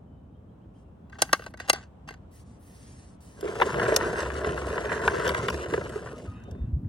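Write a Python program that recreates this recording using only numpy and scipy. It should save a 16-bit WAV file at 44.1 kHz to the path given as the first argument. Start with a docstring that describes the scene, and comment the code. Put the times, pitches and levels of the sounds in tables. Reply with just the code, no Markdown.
"""Taps on a small plastic bin, set down on a concrete drive; a brushing hand; then a toy truck rolling by.
Far traffic and a low rumble lie beneath, birds call faintly, and late on wind buffets the close microphone ports.
Random pushes and grit ring the modes of bin and truck; shaped noise makes traffic, rumble, wheels and skin;
sliding tones make birds and squeaks, and decaying sines make thumps. Two close ports hear the near sounds
with different colour and lag, and the yard adds scatter."""
import sys
import numpy as np
from scipy import signal
from scipy.fft import rfft, irfft, next_fast_len
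from scipy.io import wavfile
from scipy.ndimage import uniform_filter1d, map_coordinates

SR = 44100
rng = np.random.default_rng(int(sys.argv[2]) if len(sys.argv) > 2 else 0)


def digitize_waveform(pressure):
    """Quantize a signal to 16-bit integers and store it at the path in sys.argv[1].

    Rows of a 2-D input are taken as channels; values are limited to [-1, 1].
    """
    field = np.atleast_2d(pressure).T
    bounded = np.clip(field, -1, 1)
    quanta = np.round(bounded * 32767).astype(np.int16)
    wavfile.write(sys.argv[1], SR, quanta)


N = 303408


def amp(db):
    """dB to gain."""
    return 10 ** (np.asarray(db) / 20)


def unit(x):
    """Scale to rms 1."""
    return x / np.sqrt(np.mean(x ** 2) + 1e-20)


def along(points, hz):
    """Interpolate (Hz, value) points on a log frequency axis."""
    f, v = np.transpose(points)
    return np.interp(np.log(hz + 1), np.log(f + 1), v)


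def level(rows):
    """One gain per sample from (start_s, level_db) points, all but silent outside the table."""
    s, db = np.transpose(rows)
    return amp(np.interp(np.arange(N) / SR, s, db, -150, -150))


def wobble(rate):
    """A smooth random curve, rate knots a second."""
    knots = rng.standard_normal(int(N * rate / SR) + 4)
    return map_coordinates(knots, [np.arange(N) * rate / SR])


def filtered(x, response):
    """Multiply the spectrum of x by a function of frequency."""
    m = next_fast_len(N + SR // 2)
    return irfft(rfft(x, m) * response(np.fft.rfftfreq(m, 1 / SR)), m)[..., :N]


def noise(spectrum):
    """Coloured noise of rms 1."""
    def response(f):
        return amp(np.where(f < spectrum[0][0], -120, along(spectrum, f)))
    return unit(filtered(rng.standard_normal(N), response))


def highpass4(f, corner_hz):
    """A steep high-pass without phase shift."""
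    return f ** 4 / (f ** 4 + corner_hz ** 4)


def glide(start, end, first_hz, last_hz):
    """Progress 0-1 and phase of a tone that slides, quickly at first."""
    u = np.linspace(0, 1, min(round(end * SR), N) - round(start * SR))
    hz = first_hz + (last_hz - first_hz) * (1 - np.exp(-4 * u))
    return u, 2 * np.pi * np.cumsum(hz) / SR


def slide(start, end, db, fade_db_per_s, swell):
    """Gain of one sliding stroke: soft ends, a rounded swell, a steady fade."""
    edge_s = 0.003
    t = np.arange(N) / SR
    u = np.clip((t - start) / (end - start), 0, 1)
    ends = np.clip(np.minimum(t - start, end - t) / edge_s, 0, 1)
    return ends * np.abs(np.sin(np.pi * u)) ** swell * amp(db - fade_db_per_s * (end - start) * u)


def ringing(modes, f, detune=1):
    """Causal resonance of each mode, one row a mode, with alternating signs."""
    hz, db, t60 = np.transpose(modes)[:, :, None]
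    hz, width = hz * detune, np.log(1000) / (np.pi * t60)
    sign = (-1.) ** np.arange(len(modes))[:, None]
    return sign * amp(db) * 1000j * f / (hz * hz - f * f + 1j * f * width)


def flexing(force, modes, stretch):
    """A shell flexes as it moves, so its modes drift between three tunings; rms 1."""
    tunings = []
    for k in (-1, 0, 1):
        rung = filtered(force, lambda f: ringing(modes, f, 1 + k * stretch).sum(0))
        tunings.append(amp(2.1 * wobble(14)) * rung)
    return unit(sum(tunings))


def grit(rate, spread_db):
    """Tiny random impacts, rate a second, on the rough slab; their sizes scatter in dB."""
    sizes = amp(spread_db * np.minimum(rng.exponential(size=N), 2.5))
    return (rng.random(N) < rate / SR) * sizes * rng.uniform(-1.215, 1, N)


def blows(events, modes, contact_s, spread, low_hz, high_hz, crack_db, gain_db):
    """Each contact is a short rattle that rings the modes at new strengths and tunings."""
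    attack_s = .0004
    snap_s, snap_hz = 0.0022, 4566  # above snap_hz the contact rattles more briefly
    size = 4096
    t, f, out = np.arange(size) / SR, np.fft.rfftfreq(size, 1 / SR), np.zeros(N + size)
    rattle = (1 - np.exp(-t / attack_s)) * np.exp(-t / np.array([[contact_s], [snap_s]]))
    fade = np.cos(np.linspace(0, np.pi / 2, size // 2) ** 2 * 2 / np.pi)
    high = highpass4(f, snap_hz)
    for s, db, low_db, high_db in events:
        force = rfft(rng.standard_normal(size) * rattle)
        # even push across the spectrum
        slow, snap = force / np.sqrt(uniform_filter1d(np.abs(force) ** 2, size=35))
        force = (1 - high) * slow + high * snap
        detune = 1 + spread * rng.standard_normal((len(modes), 1))
        strengths = amp(rng.normal(0, 1.9, len(modes)))
        shell = strengths @ ringing(modes, f, detune) + amp(crack_db)
        colour = amp(along([(low_hz * .5, low_db), (low_hz, 0), (high_hz * 0.57, 0),
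                            (high_hz * 1.8, high_db), (11000, high_db), (16000, high_db - 12.5)], f))
        # the middle band sets the level of the whole hit
        band = irfft(force * shell * (f > low_hz) * (f < high_hz))
        peak = np.sqrt(uniform_filter1d(band ** 2, size=130).max())
        hit = irfft(force * shell * colour * f ** 2 / (f ** 2 + 260 ** 2)) / peak / 2
        out[round((s - attack_s) * SR):][:size // 2] += amp(db + gain_db) * hit[:size // 2] * fade
    return out[:N]


# Colour of the far traffic: (pitch_hz, relative level_db)
TRAFFIC_COLOUR = [(120, -43.5), (200, -7), (270, -11), (420, -7), (640, -10.5), (1100, -19.5),
                  (2000, -35.5), (3200, -38.5), (4500, -49), (9000, -50.5), (12000, -72), (16000, -76.5)]
# Gain on the traffic's far treble: (start_s, relative level_db)
FAR_HISS_LEVEL = [(0, 0.5), (3.4, 8), (4.4, -8), (6.3, 10.5), (6.88, 0)]


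def traffic():
    """Far traffic is noise: a dull, wavering roar and a faint hiss above it."""
    roar = amp(-59.5 + 0.63 * wobble(5.4)) * noise(TRAFFIC_COLOUR)
    hiss = filtered(roar, lambda f: highpass4(f, 1000.0))
    return roar - hiss + level(FAR_HISS_LEVEL) * hiss


# Colour of the deep rumble: (pitch_hz, relative level_db)
DEEP_COLOUR = [(20, -59.5), (35, -21), (50, 11.5), (68, 14), (85, 13), (115, 6), (150, -55.5)]
# Colour of the upper rumble: (pitch_hz, relative level_db)
UPPER_COLOUR = [(70, -40), (110, -3.5), (200, -6), (290, -11), (420, -29.5), (700, -86.5)]
# Wind on the microphone ports: (start_s, level_db of the upper band before its wobble)
WIND_LEVEL = [(5.7, -42.5), (6.0, -47), (6.45, -45), (6.88, -37)]


def rumble():
    """Low noise: a steady floor, lumpy bass the wheels send through the slab, and wind late on."""
    calm_deep_db, calm_upper_db = -50.5, -52.5
    shake_deep_db, shake_upper_db = -9, -6.5  # against the rolling level
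    wind_deep_db = -2.5  # deep band against the upper
    wheels = level(ROLLING_LEVEL) * amp(1.5 * wobble(5.2))
    wind = level(WIND_LEVEL)
    deep = np.sqrt(amp(calm_deep_db) ** 2 + (amp(shake_deep_db) * wheels) ** 2 + (amp(wind_deep_db) * wind) ** 2)
    upper = np.sqrt(amp(calm_upper_db) ** 2 + (amp(shake_upper_db) * wheels) ** 2 + wind ** 2)
    return deep * noise(DEEP_COLOUR) + upper * unit(amp(1.9 * wobble(14)) * noise(UPPER_COLOUR))


# Faint bird notes: (start_s, end_s, first pitch_hz, last pitch_hz, level_db, roughness 0-1)
BIRD_NOTES = [(.05, .2, 3060, 3030, -84, 0.7), (.12, .21, 3770, 3720, -93, .6),
              (.22, .32, 3050, 3030, -90, .6), (.3, .38, 3750, 3710, -90, .6),
              (.33, .375, 2150, 3280, -80, 0.4), (.468, .51, 2170, 3300, -82, .4),
              (.49, .58, 3970, 3930, -93, .6), (.607, .645, 2150, 3250, -79, .4),
              (0.74, .775, 2150, 3230, -74.5, 0.4), (.78, .9, 2810, 2780, -83, 0.3),
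              (.96, 1.04, 2800, 2820, -100, 0.4), (1.03, 1.06, 3320, 3450, -83, .4)]


def birds():
    """Far birds: thin sliding tones, roughened by a fast random swell."""
    out = np.zeros(N)
    for start, end, first_hz, last_hz, db, rough in BIRD_NOTES:
        u, phase = glide(start, end, first_hz, last_hz)
        swell = np.sin(np.pi * u) ** 0.42 * (1 + rough * wobble(120)[:len(u)])
        out[round(start * SR):][:len(u)] += amp(db) * swell * np.sin(phase)
    return out


# Strokes of skin and cloth, and the fine hiss of the bin's drag (1.225-1.52 s):
# (start_s, end_s, relative level_db, relative sheen level_db, swell roundness 0-1)
SOFT_STROKES = [(0.734, 0.844, -85.5, -100, .5), (1.225, 1.33, -75.5, -69.5, .1),
                (1.335, 1.52, -76, -68.5, .1), (2.307, 2.443, -70, -70, .5), (2.44, 2.59, -76.5, -99, 0.37),
                (2.586, 3.171, -67, -63, 0.7), (3.204, 3.465, -69.5, -73.5, .05)]
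# Colour of the soft body of a stroke: (pitch_hz, relative level_db)
STROKE_COLOUR = [(800, -58), (1800, -4.5), (3500, -12), (5800, -6.5), (7600, -9.5), (9300, -3),
                 (10500, -18), (14000, -46)]
# Colour of the top sheen: (pitch_hz, relative level_db)
SHEEN_COLOUR = [(8000, -10), (11000, 0), (13000, -11.5), (15500, -7)]


def soft_strokes():
    """Soft noise of skin and sleeve sliding, and the bin's fine drag hiss; a top sheen dulls along each stroke."""
    sheen_fade_db_per_s = 77.5
    body = sum(slide(start, end, db, 0, swell) for start, end, db, _, swell in SOFT_STROKES)
    sheen = sum(slide(start, end, db, sheen_fade_db_per_s, swell) for start, end, _, db, swell in SOFT_STROKES)
    return amp(7.0 + 0.88 * wobble(55)) * (body * noise(STROKE_COLOUR) + sheen * noise(SHEEN_COLOUR))


# Contacts of the bin: (start_s, relative level_db, low thud level_db, treble level_db)
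BIN_TAPS = [(1.0974, -50.5, -3, -7), (1.128, -34.5, -32, -32), (1.154, -40, -27.5, -34),
            (1.1872, -43.5, 10.5, -17), (1.2196, -14, 13.5, 7), (1.291, -33.5, -8, -22),
            (1.3295, -5, 4, -6), (1.346, -22.5, -7.5, -15.5), (1.3937, -32.5, 18, -16.5),
            (1.42, -35, 4, -11), (1.439, -39, -10, -10), (1.463, -29.5, 12.5, -11),
            (1.5383, -36.5, 11, -15), (1.5734, -45, -11, -4), (1.5996, -26.5, 6, -10.5),
            (1.678, -35.5, -3.5, -6), (1.6846, -28, 4, -9.5), (1.691, -26.5, -1, -7), (1.6972, -7, 6.5, 0),
            (1.7305, -21.5, 15, 4.5), (1.76, -35, -20.5, -8), (2.077, -44.5, 2, -7.5),
            (2.0875, -27.5, -6, -14), (2.139, -41, 0, -11), (2.107, -36, 13, -10), (2.124, -45, -2.5, -10)]
# Modes of the plastic bin: (pitch_hz, relative level_db, t60_s)
BIN_MODES = [(320, -14, .015), (480, -6.5, 0.024), (636, -6, 0.025), (796, -1, 0.023), (1154, -2, 0.022),
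             (1548, 0, 0.04), (1950, -2.5, 0.022), (2130, -5, .035), (2746, -2, 0.017), (3410, -2.5, 0.012),
             (4040, -7.5, 0.024), (4590, -4, 0.034), (5070, -4, .012), (5780, -3.5, 0.015),
             (6440, -2.5, 0.016), (7100, -1.5, 0.014), (8700, -1.5, 0.0074), (10400, -10.5, 0.0099)]
# The bin drags in the fingers: (start_s, end_s, relative level_db, fade_db_per_s)
BIN_DRAGS = [(1.122, 1.18, -63.5, 106), (1.184, 1.222, -53.5, 9), (1.218, 1.335, -56, 130),
             (1.33, 1.491, -65.5, -0.5), (1.5, 1.554, -77, -2), (1.589, 1.7, -58.5, 111),
             (1.734, 1.887, -47.5, 233), (2.074, 2.184, -58, 225)]


def bin_handling():
    """Taps ring the bin's modes, and grit rattles its shell while it drags."""
    drag = sum(slide(*row, swell=0) for row in BIN_DRAGS)
    scrape = grit(3500, spread_db=3) * amp(2.5 * wobble(60))
    shell = flexing(scrape, BIN_MODES, stretch=0.026)
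    shell = unit(filtered(shell, lambda f: 1 / (1 + (f / 7000) ** 2)))
    taps = blows(BIN_TAPS, BIN_MODES, contact_s=0.0035, spread=0.018, low_hz=920, high_hz=3300,
                 crack_db=0.0, gain_db=-0.5)
    return taps + amp(11.0) * drag * shell


# Rolling of the truck, which also drives its rattles and slab rumble: (start_s, relative level_db)
ROLLING_LEVEL = [(3.37, -64), (3.449, -41), (3.6, -38.5), (3.731, -34), (3.81, -28), (3.95, -34),
                 (4.249, -36), (4.61, -36.5), (5.1, -33.5), (5.4, -36.5), (5.86, -39), (6.0, -43.5),
                 (6.15, -51), (6.269, -48), (6.327, -82.5), (6.49, -52.5), (6.629, -59.5), (6.72, -89)]


def rattles():
    """Small knocks at random moments until the truck halts, as strong as the rolling lets them be."""
    per_s, stop_s = 85, 6.28
    over_rolling_db, spread_db = 2.5, 2
    thud_db, treble_db = -4, -9
    s, level_db = np.transpose(ROLLING_LEVEL)
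    draws = rng.random((290, 2))
    times = s[0] - np.cumsum(np.log(1 - draws[:, 0])) / per_s
    sizes_db = np.interp(times, s, level_db) + over_rolling_db - spread_db * np.log(1 - draws[:, 1])
    return [(t, db, thud_db, treble_db) for t, db in zip(times, sizes_db) if t < stop_s]


# Knocks of the truck's loose parts: (start_s, relative level_db, low thud level_db, treble level_db)
TRUCK_KNOCKS = [(3.4092, -41.5, 4, 23), (3.427, -32.5, 24, -21), (3.441, -38, 26.5, -16),
                (3.454, -36, 29.5, -24), (3.477, -26.5, -2, -28), (3.488, -35, 23, -21),
                (3.553, -27.5, 0, -4.5), (3.562, -30, 12, -19), (3.599, -16.5, 6, -7),
                (3.613, -8.5, -2.5, -12), (3.619, -4, -11, -20), (3.628, -17.5, 5.5, -2.5),
                (3.742, -18.5, -4, -9.5), (3.784, -37, 8, -45), (3.796, -13.5, -5, -15),
                (3.863, -18.5, 3.5, -24), (3.922, -16, 9.5, -26.5), (3.943, -26.5, 16, 6),
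                (3.9625, -15, 4, 23.5), (4.009, -14, -12, -23), (4.035, -22.5, 1, -10),
                (4.068, -37, -5, 6.5), (4.116, -47, -1.5, -27), (4.156, -21.5, 6.5, -27),
                (4.301, -18.5, -5, -21.5), (4.364, -42, -23, -44), (4.445, -16.5, -7, -13),
                (4.488, -24, -27, -8), (4.529, -23.5, -33, -19), (4.575, -20, -9, -10),
                (4.62, -28, -10, -20.5), (4.7, -28, 14.5, -3), (4.766, -28.5, -14, -16),
                (4.778, -15.5, -2, -19), (4.852, -23, 1, -2.5), (4.917, -15, -10, -25),
                (5.024, -36, -11.5, -6), (5.077, -5, -28, -13.5), (5.143, -20.5, -30.5, -14),
                (5.199, -20.5, 7, -6.5), (5.258, -22, -6, -4.5), (5.266, -14.5, -1, -6),
                (5.277, -16.5, 6, 8), (5.291, -14.5, -11.5, 3), (5.346, -14, -16.5, -7),
                (5.394, -25.5, -22, -27), (5.483, -12.5, -21, -2.5), (5.5, -20, -4, 6.5),
                (5.542, -22.5, 7.5, 0.5), (5.571, -33, -3, -24), (5.724, -34, 23, -17),
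                (5.737, -15, 5.5, -10), (5.776, -20, 8.5, -53), (5.811, -27.5, 12, -29),
                (5.85, -33.5, -3, -0.5), (5.893, -35.5, 7, 6), (5.957, -33.5, 23, -23.5),
                (6.059, -30.5, 4, -22), (6.07, -29, -7, -35), (6.25, -43.5, 15.5, -20),
                (6.4, -53, -6.5, 1.5), (6.437, -52.5, -6, 12.5), (6.511, -49.5, 4.5, 17.5),
                (6.548, -47.5, 20.5, -31), (6.845, -54.5, 0, -27), (6.87, -58.5, -17, -25)]
# Modes of the hollow truck body: (pitch_hz, relative level_db, t60_s)
TRUCK_MODES = [(360, -3, .035), (420, 0, .04), (480, -1, .035), (600, -3, .03), (700, -6.5, .025),
               (990, -2, .022), (1150, -3, .02), (1380, -1, .018), (1650, -1.5, .022), (1920, -3.5, .014),
               (2350, -6, .012), (2870, -6, .012), (3500, -8, .008), (4500, -10, .007), (5600, -11, .006),
               (7000, -12, .005)]
# Upper modes of the rolling body: (start_s, relative level_db)
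CLATTER_LEVEL = [(3.37, -66), (3.46, -47), (3.57, -50.5), (3.6, -45), (3.82, -34.5), (3.89, -37),
                 (4.24, -39), (4.41, -44.5), (4.82, -39.5), (5.08, -37.5), (5.38, -37.5), (5.49, -47.5),
                 (5.81, -48), (6.15, -57.5), (6.29, -67), (6.72, -70)]
# Hiss of the wheels: (start_s, relative level_db)
WHEEL_HISS_LEVEL = [(3.37, -73), (3.46, -51.5), (3.58, -50.5), (3.72, -44.5), (3.84, -45), (4.26, -47.5),
                    (4.45, -51), (5.11, -45.5), (5.72, -50), (5.88, -51), (6.13, -58.5), (6.26, -57),
                    (6.41, -81), (6.64, -82.5), (6.72, -96)]
# Colour of wheels on grit: (pitch_hz, relative level_db)
GRIT_COLOUR = [(1500, -37.5), (2200, -0.5), (2900, 5), (3200, -3), (4500, -3.5), (7000, -3), (9500, -5.5),
               (11500, -19), (14000, -26.5), (16000, -35)]


def truck():
    """Hard wheels on rough concrete shake the hollow body; loose parts knock."""
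    body_top_hz = 4800  # the rolling body is dull above this
    # rough and smooth patches of slab shake upper body and wheels together
    bumps = amp(2.5 * wobble(24))
    shake = grit(900, spread_db=2.0) * amp(2.3 * wobble(70))
    below = flexing(shake, TRUCK_MODES[:5], stretch=0.0075)
    above = flexing(shake + grit(1200, spread_db=4.5), TRUCK_MODES[5:10], stretch=0.034)
    body = amp(3.0) * level(ROLLING_LEVEL) * below + amp(2.5) * level(CLATTER_LEVEL) * bumps * above
    body = filtered(body, lambda f: 1 / (1 + (f / body_top_hz) ** 2))

    wheels = filtered(1.9 * shake + grit(9000, spread_db=-6.0), lambda f: amp(along(GRIT_COLOUR, f)))
    bright = filtered(wheels, lambda f: highpass4(f, 8800.0))
    # patches of coarser and finer grit
    wheels = unit(amp(1.5 * wobble(45)) * (wheels - bright) + amp(1.4 * wobble(30)) * bright)
    rolling = body + level(WHEEL_HISS_LEVEL) * bumps ** 0.87 * amp(-1.0) * wheels
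    knocks = blows(TRUCK_KNOCKS + rattles(), TRUCK_MODES, contact_s=0.0032, spread=0.049,
                   low_hz=857, high_hz=3600, crack_db=-15.5, gain_db=-2.5)
    return rolling + knocks


# Low thumps, from bumps of the truck and then wind on the ports: (start_s, relative level_db, pitch_hz, t60_s)
LOW_THUMPS = [(3.729, -30, 144, 0.17), (4.471, -27, 81, 0.14), (5.189, -15, 144, 0.042),
              (5.07, -28, 75.5, 0.23), (5.27, -31.5, 73, 0.47), (5.389, -26.5, 114.8, 0.14),
              (5.52, -29, 71, 0.38), (5.68, -28, 114.4, 0.14), (6.063, -23.5, 114, 0.055),
              (6.281, -20.5, 93, 0.097), (6.521, -26, 82, 0.17), (6.609, -19, 62.6, 0.19),
              (6.647, 6, 74, 0.017), (6.678, -19.5, 120, 0.1), (6.734, -10, 69, 0.1),
              (6.767, -16, 126.7, 0.079), (6.829, -28.5, 143, 0.17), (6.854, -9.5, 99, 0.051)]


def thumps():
    """Each thump is a low sine that swells in softly and dies away."""
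    out, t = np.zeros(N + SR), np.arange(SR // 4) / SR
    for s, db, hz, t60 in LOW_THUMPS:
        envelope = amp(db + 3.5 - 60 * t / t60) * (1 - np.exp(-t / 0.0065)) ** 2
        # the swell begins 6 ms ahead of the listed time
        out[round((s - .006) * SR):][:len(t)] += envelope * np.sin(2 * np.pi * hz * t)
    return out[:N]


# Hum during the rolling: (start_s, relative level_db)
HUM_LEVEL = [(4.15, -61), (4.27, -36.5), (4.45, -42), (4.6, -33.5), (4.8, -41), (5.0, -44), (5.1, -55)]


def hum():
    """A low sine, wavering in pitch and level, while the truck rolls."""
    hz = 68.4 * (1 + 0.0098 * wobble(8.0))
    return level(HUM_LEVEL) * amp(2 + 1.5 * wobble(9)) * np.sin(2 * np.pi * np.cumsum(hz) / SR)


# Thin squeaks and fuzzy overtones as the truck slows and after it halts:
# (start_s, end_s, first pitch_hz, last pitch_hz, level_db, width_hz)
THIN_SQUEAKS = [(5.93, 5.99, 1265, 1244, -48.5, 50), (6.09, 6.175, 1262, 1250, -50, 50),
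                (6.265, 6.385, 1258, 1244, -53, 50), (6.447, 6.495, 1256, 1246, -58, 50),
                (6.29, 6.4, 3740, 3720, -72, 40), (6.385, 6.68, 3720, 3590, -72, 30),
                (6.27, 6.52, 2460, 2640, -78, 350), (6.3, 6.5, 3050, 2900, -82, 350),
                (6.52, 6.72, 2700, 2600, -88, 350)]


def squeaks():
    """Sliding tones, made fuzzy by random swings of both phases, that come and go."""
    out = np.zeros(N)
    for start, end, first_hz, last_hz, db, width_hz in THIN_SQUEAKS:
        u, phase = glide(start, end, first_hz, last_hz)
        depth = width_hz / 90
        fuzz = (1 + depth * wobble(width_hz)[:len(u)]) * np.sin(phase)
        fuzz = fuzz + depth * wobble(width_hz)[:len(u)] * np.cos(phase)
        out[round(start * SR):][:len(u)] += amp(db) * np.sin(np.pi * u) ** 0.43 * fuzz
    return out


# Left microphone port over right: (pitch_hz, level_db)
PORT_TILT = [(200, -1), (380, -3.5), (800, 6), (1500, 1), (2400, 0), (4400, 0), (9000, -1.5), (12000, -2)]
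# Lag of the right port: (pitch_hz, lag_radians)
PORT_LAG = [(0, 0), (400, .45), (1000, .6), (1500, .2), (1950, 1.5), (2250, 3.2), (2800, 5), (3600, 5.7),
            (5000, 7.6), (6300, 7.8), (8000, 12), (10000, 12.6), (22050, 12.6)]
# The lag wanders as toys and hand move: (pitch_hz, wander_radians_rms)
PORT_WANDER = [(250, 0.36), (500, 0.2), (860, 1), (1400, 0.77), (2300, 0.58), (3300, 0.5), (5500, 0.51),
               (7300, 2.4), (10000, 1.4), (14000, 1.2)]


def ports(x):
    """The right port hears the same sound with its own colour and a lag that wanders."""
    def pair(f):
        half_db = along(PORT_TILT, f) / 2
        return [amp(half_db), amp(-half_db) * np.exp(-1j * np.interp(f, *np.transpose(PORT_LAG)))]
    left, right = filtered(x, pair)
    hz, _, z = signal.stft(right, SR, nperseg=256, noverlap=192)
    field = uniform_filter1d(rng.standard_normal(z.shape), size=5, axis=0)
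    field = unit(uniform_filter1d(field, size=40, axis=1))
    turn = np.exp(1j * along(PORT_WANDER, hz)[:, None] * field)
    turned = signal.istft(z * turn, SR, nperseg=256, noverlap=192)[1]
    return np.array([left, turned[:N]])


# Decay of the yard's scatter, before each use scales it: (pitch_hz, t60_s)
YARD_DECAY = [(300, 0.018), (2000, 0.11), (10000, 0.21)]


def yard(x, scale):
    """Slab, toys and fence scatter a decaying noise tail, different at each port."""
    hz, t, z = signal.stft(rng.standard_normal((2, SR // 4)), SR, nperseg=128)
    decay = amp(-60 * t / (scale * along(YARD_DECAY, hz)[:, None]))
    tail = signal.istft(z * decay, SR, nperseg=128)[1]
    tail = tail / np.linalg.norm(tail[0])
    scattered = signal.fftconvolve(np.pad(x, (30, 0))[None], tail, axes=1)[:, :N]
    return filtered(scattered, lambda f: f ** 2 / (f ** 2 + 600 ** 2))


# Far sound common to both ports: (pitch_hz, share 0-1)
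COMMON_SHARE = [(300, 0.53), (600, 0.051), (1000, 0.21), (2000, 0.2), (5000, 0.12), (11000, 0.55)]


def scene():
    """Near toys with their scatter; the far field is partly common to both ports, the bass nearly all."""
    def share(f):
        return np.clip(along(COMMON_SHARE, f), 0, 1)
    far = filtered(ports(traffic()), lambda f: np.sqrt(share(f)))
    apart = filtered(np.array([traffic(), traffic()]), lambda f: np.sqrt(1 - share(f)))
    bass = rumble() + thumps() + hum() + amp(-18.0) * rumble() * [[1], [-1]]
    calls = birds()
    near = soft_strokes() + bin_handling() + truck() + squeaks()
    # scatter off the neighbouring toys and hand keeps changing as they move
    close = amp(-11.5) * sum(yard(near * wobble(10), scale=.15) for _ in range(3))
    tail = amp(-26.5) * sum(yard(near * wobble(6), scale=1.1) for _ in range(2))
    return ports(near) + close + tail + far + apart + bass + calls + yard(calls, scale=3)


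def record(dry):
    """The recorder rounds off the loudest peaks, drops the deepest bass and keeps nothing above its band limit."""
    top_hz, bass_hz = 16100, 30
    rounded = dry / (1 + np.abs(dry / .9) ** 4) ** .25
    # the sound goes on past both ends, so the filter meets no edge
    held = np.pad(rounded, ((0, 0), (4096, 4096)), mode="reflect", reflect_type="odd")
    size = next_fast_len(held.shape[1])
    hz = np.fft.rfftfreq(size, 1 / SR)
    response = (1j * hz / (1j * hz + bass_hz)) ** 2 * (hz < top_hz)
    return irfft(rfft(held, size) * response, size)[:, 4096:4096 + N]


dry = scene()
out = record(dry)
digitize_waveform(out)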